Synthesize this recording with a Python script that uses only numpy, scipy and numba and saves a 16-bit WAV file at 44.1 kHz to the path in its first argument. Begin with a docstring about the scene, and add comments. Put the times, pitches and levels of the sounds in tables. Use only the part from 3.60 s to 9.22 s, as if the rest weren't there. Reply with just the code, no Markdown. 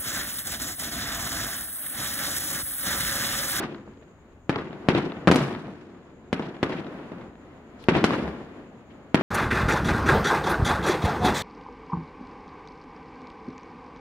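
"""An open place at night, firework shells bursting a few hundred metres away, heard on a phone's two microphones.
Each blast is a sudden push and suction, direct and off the ground; walls return it as clusters of copies,
and trees, houses and hills as a long grainy roll of shaped noise. Far bursts rumble on as low banded noise,
insects trill as a narrow throbbing hiss, small ticks are bandpassed noise, and soft thumps are swelling sines.
Slow gain control and a limiter hold the loudest blasts."""
import sys
import numpy as np
from scipy import signal
from scipy.fft import rfft, irfft
from scipy.io import wavfile
from scipy.ndimage import uniform_filter1d, minimum_filter1d
from numba import njit

SR = 44100
rng = np.random.default_rng(int(sys.argv[2]) if len(sys.argv) > 2 else 0)


def dump(signal):
    """Clip the signal to [-1, 1] and save it as 16-bit WAV at the path in sys.argv[1]."""
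    limited = np.clip(np.atleast_2d(signal).T, -1, 1)
    pcm = np.round(limited * 32767).astype(np.int16)
    wavfile.write(sys.argv[1], SR, pcm)


def to_linear_factor(level_db):
    """Convert decibel levels (scalar or array-like) to linear amplitude factors."""
    exponent = np.asarray(level_db, float) / 20
    return 10 ** exponent


N = 247842  # samples

# All levels in the tables are as set ahead of the microphones.
# Far bursts. Each row: time in seconds, level in dB; the level glides from row to row.
FAR_BURSTS = [(0, -42), (.25, -60), (.89, -62.5), (1.3, -45), (1.89, -50.5), (2.2, -60.5), (2.74, -55),
              (2.95, -46.5), (3.35, -45), (3.55, -47.5), (3.72, -55), (4.3, -54), (4.5, -33), (4.7, -43.5),
              (5.07, -53.5), (5.62, -56.5)]
# Colour of the far rumble. Each row: frequency in Hz, level in dB per Hz.
FAR_COLOUR = [(25, 25), (60, 17), (125, 6), (250, 5.5), (500, -2.5), (1000, -11), (2000, -20), (3200, -31),
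              (5000, -42), (8000, -54.5), (15500, -64)]
# Small ticks and rustles close by. Each row: start in seconds, level in dB, centre in Hz,
# length in ms (the swell is fullest at half of it), left minus right in dB.
TICKS = [(0.717, -62, 3000, 13, 7), (4.185, -50.5, 3820, 71, 8), (4.227, -49.5, 9700, 0.87, 0),
         (4.239, -28.5, 2370, 2.3, -6), (4.238, -55, 9800, 4.5, 4), (5.299, -52, 2480, 24, 6)]
# Deep soft thumps in the roll. Each row: start in seconds, peak in dB, pitch in Hz, rise to the peak in ms.
THUMPS = [(1.683, -16, 167, 9.3), (1.718, -11, 303, 14), (1.745, -9.5, 251.3, 17),
          (1.80, -8.5, 138.7, 22.4), (4.62, -16.5, 70, 33)]
# Firework bursts. Each row: start in seconds, direct peak in dB, push length in ms, extra delay of the
# wall echoes in ms, gain of the near wall echoes in dB, gain of the roll and the far walls in dB.
BURSTS = [(-.09, -3, 1.1, 0, -8, 0), (.8946, -5.2, 1.5, -1, 5, 1), (1.2867, .5, 1.4, -2.5, 3, 1),
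          (1.6736, 3, 1.4, -2, 5, 1), (1.6796, 3, 1.6, -1, 10, 1), (1.7143, 7, .75, 0, -5, 0),
          (1.6895, 0, 6, 0, -8, -2), (1.7020, 4, 7, 0, -8, -3), (1.7245, 3, 2.2, 0, -6, 0),
          (1.7589, 1, .55, 0, -8, -5), (2.7289, -4, 1.2, 1.5, 0, 0), (3.0297, -3.5, 1.3, 1.5, -3, 1),
          (3.5185, -23, 3, 0, 0, 8), (4.2857, 3.5, 1.6, .5, 1, 1), (4.4416, 2.5, 1.0, 0, -2, -1),
          (5.5451, 1.5, 1.4, 0, -3, 1)]
# Ground bounce, one row for the left microphone and one for the right.
# Each row: delay after the direct wave in ms, level against it in dB.
GROUND_BOUNCE = [(.33, -11), (.45, -14)]
# Hard walls that return every blast. Each row: delay in ms, level in dB, smear (decay time) in ms,
# lag of the left microphone in samples (negative: the right lags), top frequency in Hz.
WALLS = [(33.34, -24, 3.2, 13.5, 4100), (65.1, -14.5, 3.5, -6.5, 4100), (70.9, -21.5, 6.7, -5, 1020),
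         (92, -23.5, 16.4, -2, 4300), (214.4, -29.5, 2.9, -13.5, 3500), (236, -26, 3.1, -2.5, 4000),
         (366, -35, 11, 5, 1460)]
# The place's answer to a blast: nearby things, the street, a row of trees and houses, the far hills.
# Each row: start in seconds, rise in seconds, level in dB, fade in dB per second,
# brightness in dB per octave, dulling in dB per octave and second.
SCATTER = [(0.00063, 0.00067, -32.5, 804, 3, 14), (0, 0.0029, -35.5, 97, 0.32, 20.5),
           (0.041, 0.045, -35.5, 76.5, 1.5, 16.5), (0.012, 0.044, -53.5, 21, 0.5, 4)]
# What the place returns best. Each row: frequency in Hz, gain in dB.
PLACE_COLOUR = [(60, -2.5), (110, -4.5), (160, -0.2), (230, -1.7), (350, 2.5), (550, -3.16), (1000, -0.4),
                (1600, 2.5), (2500, 1.94)]
# Likeness of left and right in diffuse sound. Each row: frequency in Hz, correlation (no unit).
LIKENESS = [(60, 0.92), (300, 0.98), (600, 0.76), (1200, 0.77), (2500, -0.23), (8000, -0.14)]
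# Colour of the microphones. Each row: frequency in Hz, gain in dB.
MIC_COLOUR = [(1000, 0), (2000, 0), (3000, .4), (5000, -1.4), (7500, -2.4), (10500, 1.4), (13000, -1.4),
              (15500, -4)]

OCTAVES = 40 * 2. ** np.arange(9)  # band centres, Hz
SIDES = np.array([[1], [-1]])  # left, right
OCTAVES_UP = np.log2(np.maximum(OCTAVES / 320, 1))  # octaves above 320 Hz

DEEP_DB = -47  # base level of the two deepest octaves of the rumble
RUMBLE_BRIGHT_DB = 2.73  # per octave above 320 Hz
INSECT_HZ, INSECT_WIDTH_HZ, INSECT_DB = 6880, 780, -73
INSECT_RATE_HZ = 8.5  # mean rate of the throb
BLAST_DECAY = .55  # per push length
FRONT_SHARE = 0.24  # the front rounds off at one cycle per this share of the push
WHOLE_PUSH_HZ = 1050  # a wall with this top returns the whole push, a brighter one a shorter push
NEAR_WALL_MS = 80  # walls sooner than this count as near
FACET_DB = -14  # the small facets of a wall against its flat face
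ROLL_S = 1.5  # length of the roll
BASS_CUT_HZ, BASS_CUT_Q = 204, 1.
LEFT_DB, HISS_DB = 1.3, -84  # left minus right; microphone hiss ahead of the gain control
DUCK_ABOVE_DB, DUCK_SHARE = -22, 1  # threshold; dB turned down per dB above it
DUCK_LISTEN_S, DUCK_RELEASE_S = .3, 1.0
CEILING_DB, LOOK_MS, RELEASE_MS = -.3, 2, 18  # limiter


def on_log(hz, table):
    """Read a (Hz, value) table on a log-frequency axis."""
    f, v = np.transpose(table)
    return np.interp(np.log(np.maximum(hz, 1)), np.log(f), v)


def causal(table, size=4096):
    """Minimum-phase response with the colour of a (Hz, dB) table."""
    hz = np.arange(size // 2 + 1) * SR / size
    cepstrum = irfft(np.log(to_linear_factor(on_log(hz, table))))
    # folding the cepstrum forward puts the energy as early as possible
    cepstrum[1:size // 2] *= 2
    cepstrum[size // 2 + 1:] = 0
    return irfft(np.exp(rfft(cepstrum)))


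def octaves(x):
    """Split into overlapping octave bands that sum to the input."""
    hz = np.arange(x.shape[-1] // 2 + 1) * SR / x.shape[-1]
    distance = np.log2(np.clip(hz, OCTAVES[0], OCTAVES[-1]) / OCTAVES[:, None])
    weight = np.clip(1 - abs(distance), 0, 1)
    return irfft(rfft(x)[None] * weight[:, None], x.shape[-1])


def stereo_bands(mid_side):
    """Octave bands of two unrelated noises, mixed so that the bass is alike left and right."""
    like = np.clip(on_log(OCTAVES, LIKENESS), -1, 1)[:, None, None]
    bands = octaves(mid_side)
    middle = bands[:, :1] * np.sqrt((1 + like) / 2)
    side = bands[:, 1:] * np.sqrt((1 - like) / 2)
    return middle + SIDES * side


def walk(rate):
    """Random levels held 1 / rate s and slewed twice."""
    hold = int(SR / rate)
    steps = np.repeat(rng.standard_normal(N // hold + 1), hold)
    return uniform_filter1d(uniform_filter1d(steps, hold), hold)[:N]


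def add(out, s, sound):
    """Mix a sound in at s seconds; what falls outside the scene is cut off."""
    i = int(s * SR)
    part = sound[:, max(-i, 0):max(N - i, 0)]
    out[:, max(i, 0):max(i, 0) + part.shape[1]] += part


def rumble():
    """Far bursts melt into a low roll whose bands swell together and flicker alone."""
    hz = np.arange(N // 2 + 1) * SR / N
    spectrum = rfft(rng.standard_normal((2, N))) * to_linear_factor(on_log(hz, FAR_COLOUR))
    bands = stereo_bands(irfft(spectrum, N))
    level = np.interp(np.arange(N) / SR, *np.transpose(FAR_BURSTS))
    together = 1.7 * walk(14)
    alone = np.array([0.31 * walk(3.82) for _ in OCTAVES])
    db = level + together + alone + RUMBLE_BRIGHT_DB * OCTAVES_UP[:, None]
    # the deepest octaves do not follow the bursts
    db[:2] += DEEP_DB - level
    return np.einsum("bcn,bn->cn", bands, to_linear_factor(db)) / bands[3].std()  # against the 320 Hz octave


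def insects():
    """A high narrow trill of many wings, made of hiss that throbs unevenly."""
    edges = INSECT_HZ + INSECT_WIDTH_HZ * np.array([-.5, .5])
    band = signal.butter(2, edges, "bandpass", fs=SR, output="sos")
    hiss = signal.sosfilt(band, rng.standard_normal((2, N)))
    rate = INSECT_RATE_HZ * (1 + .3 * walk(3))
    throb_db = 2.4 * np.sin(2 * np.pi * np.cumsum(rate) / SR) + 1.5 * walk(6)
    return hiss / hiss.std() * to_linear_factor(INSECT_DB + throb_db)


def ticks():
    """Small things close by: short scratchy noises, each in one broad resonance."""
    out, n = np.zeros((2, N)), np.arange(4000)
    for t, db, hz, ms, pan_db in TICKS:
        band = signal.butter(2, [hz / 1.4, hz * 1.4], "bandpass", fs=SR, output="sos")
        swell = n / (ms * SR / 2000)
        noise = rng.standard_normal((2, len(n)))
        scratch = signal.sosfilt(band, noise * swell * np.exp(1 - swell))
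        add(out, t, scratch * to_linear_factor(db + pan_db * SIDES / 2))
    return out


def thumps():
    """Soft low sines that swell and die away, alike at both microphones."""
    out, s = np.zeros((2, N)), np.arange(SR // 2) / SR
    for t, db, hz, ms in THUMPS:
        x = s * 1000 / ms
        swell = np.e * x * np.exp(-x)
        thump = swell * np.sin(2 * np.pi * hz * s)
        add(out, t, to_linear_factor(db) * np.tile(thump, (2, 1)))
    return out


def blast(push_ms, lag, top_hz, order):
    """Sudden overpressure that falls through zero into suction; the air rounds its front."""
    late = np.clip(lag * SIDES, 0, None)
    x = (np.arange(2000) - late) / (SR * push_ms / 1000)
    wave = np.where(x >= 0, (1 - x) * np.exp(-BLAST_DECAY * abs(x)), 0)
    wave = signal.sosfilt(signal.butter(order, top_hz, fs=SR, output="sos"), wave)
    return wave / abs(wave).max()


def echoes():
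    """Each uneven wall returns each blast as a short cluster of copies, from one side."""
    out, n = np.zeros((2, N)), np.arange(3000)
    for t, db, push_ms, later_ms, near_db, far_db in BURSTS:
        for ms, wall_db, smear_ms, lag, top_hz in WALLS:
            specks = rng.standard_normal(len(n))
            facets = to_linear_factor(FACET_DB) * specks * np.exp(-n / (smear_ms * SR / 1000))
            facets[0] = 1  # the flat face
            echo_db = near_db if ms < NEAR_WALL_MS else far_db
            wave = blast(push_ms * WHOLE_PUSH_HZ / top_hz, lag, top_hz, order=4)
            echo = signal.fftconvolve(facets[None], wave, axes=1)
            add(out, t + (ms + later_ms) / 1000, to_linear_factor(db + echo_db + wall_db) * echo)
    return out


def roll_shape(delay):
    """Scattered sound builds up, fades and dulls: its gain in each octave against delay."""
    power, octave = 0, OCTAVES_UP[:, None]
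    for start, rise, db, fade_db, bright_db, dull_db in SCATTER:
        since = np.maximum(delay - start, 0)
        tilt_db = (bright_db - dull_db * since) * octave
        gain = (1 - np.exp(-since / rise)) * to_linear_factor(db - fade_db * since + tilt_db)
        power = power + gain ** 2
    return np.sqrt(power)


def roll_bands():
    """Octave bands of grainy, lumpy noise, as scattered back by the place."""
    # scatterers of very uneven size make the roll grainy
    specks = rng.standard_normal((2, N)) * to_linear_factor(2.1 * rng.exponential(size=N))
    grain = signal.fftconvolve(specks / specks.std(), causal(PLACE_COLOUR)[None], axes=1)[:, :N]
    # they stand in clumps, so it comes in lumps
    shared = 2.5 * walk(70)
    alone = np.array([min(f / 300, 3.5) * walk(f / 30 + 20) for f in OCTAVES])
    return stereo_bands(grain) * to_linear_factor(shared + alone)[:, None]


def bangs():
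    """Each blast: direct, off the ground, and scattered back by the whole place."""
    out, delay = np.zeros((2, N)), np.arange(int(ROLL_S * SR)) / SR
    bands, gain = roll_bands(), roll_shape(delay)
    for t, db, push_ms, _, _, roll_db in BURSTS:
        i = int(rng.random() * (N - len(delay)))  # a random stretch of the noise for each blast
        response = np.einsum("bcn,bn->cn", bands[:, :, i:i + len(delay)], gain) * to_linear_factor(roll_db)
        response[:, 0] += 1  # direct
        for side, (ms, ground_db) in enumerate(GROUND_BOUNCE):
            response[side, int(ms * SR / 1000)] += to_linear_factor(ground_db)
        wave = blast(push_ms, 0, 1000 / (FRONT_SHARE * push_ms), order=2)
        add(out, t, to_linear_factor(db) * signal.fftconvolve(response, wave, axes=1))
    return out


def scene():
    """Everything that reaches the phone."""
    return rumble() + insects() + ticks() + thumps() + echoes() + bangs()


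@njit
def recover(gain, release):
    """Gain drops at once and climbs back slowly."""
    out, g = np.empty(len(gain)), 1.
    for i in range(len(gain)):
        g = min(gain[i], g + (1 - g) * release)
        out[i] = g
    return out


def microphones(x):
    """Small microphones lose the deep bass, colour the sound and hiss a little."""
    g = np.tan(np.pi * BASS_CUT_HZ / SR)
    poles = [1 + g / BASS_CUT_Q + g * g, 2 * g * g - 2, 1 - g / BASS_CUT_Q + g * g]
    x = signal.lfilter([1, -2, 1], poles, x)
    x = signal.fftconvolve(x, causal(MIC_COLOUR)[None], axes=1)[:, :N]
    return x * to_linear_factor(LEFT_DB * SIDES / 2) + to_linear_factor(HISS_DB) * rng.standard_normal((2, N))


def duck(x):
    """Slow gain control: sustained loudness turns the gain down, and it creeps back."""
    keep = np.exp(-1 / (DUCK_LISTEN_S * SR))
    power = signal.lfilter([1 - keep], [1, -keep], (x ** 2).mean(axis=0))
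    over_db = np.maximum(10 * np.log10(power + 1e-12) - DUCK_ABOVE_DB, 0)
    return x * recover(to_linear_factor(-DUCK_SHARE * over_db), 1 / (DUCK_RELEASE_S * SR))


def limit(x):
    """Limiter: looks a little ahead, lowers the gain for peaks above the ceiling, then recovers."""
    look = int(LOOK_MS * SR / 1000)
    need = np.minimum(1, to_linear_factor(CEILING_DB) / (abs(x).max(axis=0) + 1e-9))
    gain = recover(minimum_filter1d(need, 2 * look + 1), 1000 / (RELEASE_MS * SR))
    return x * uniform_filter1d(gain, look)


def band_limit(x):
    """A steep low-pass at the top of the band."""
    return signal.sosfilt(signal.butter(12, 15720, fs=SR, output="sos"), x)


def record(dry):
    """The phone: two small microphones, slow gain control, then the limiter."""
    mix = limit(duck(microphones(dry)))
    return band_limit(mix)


dry = scene()
out = record(dry)
dump(out)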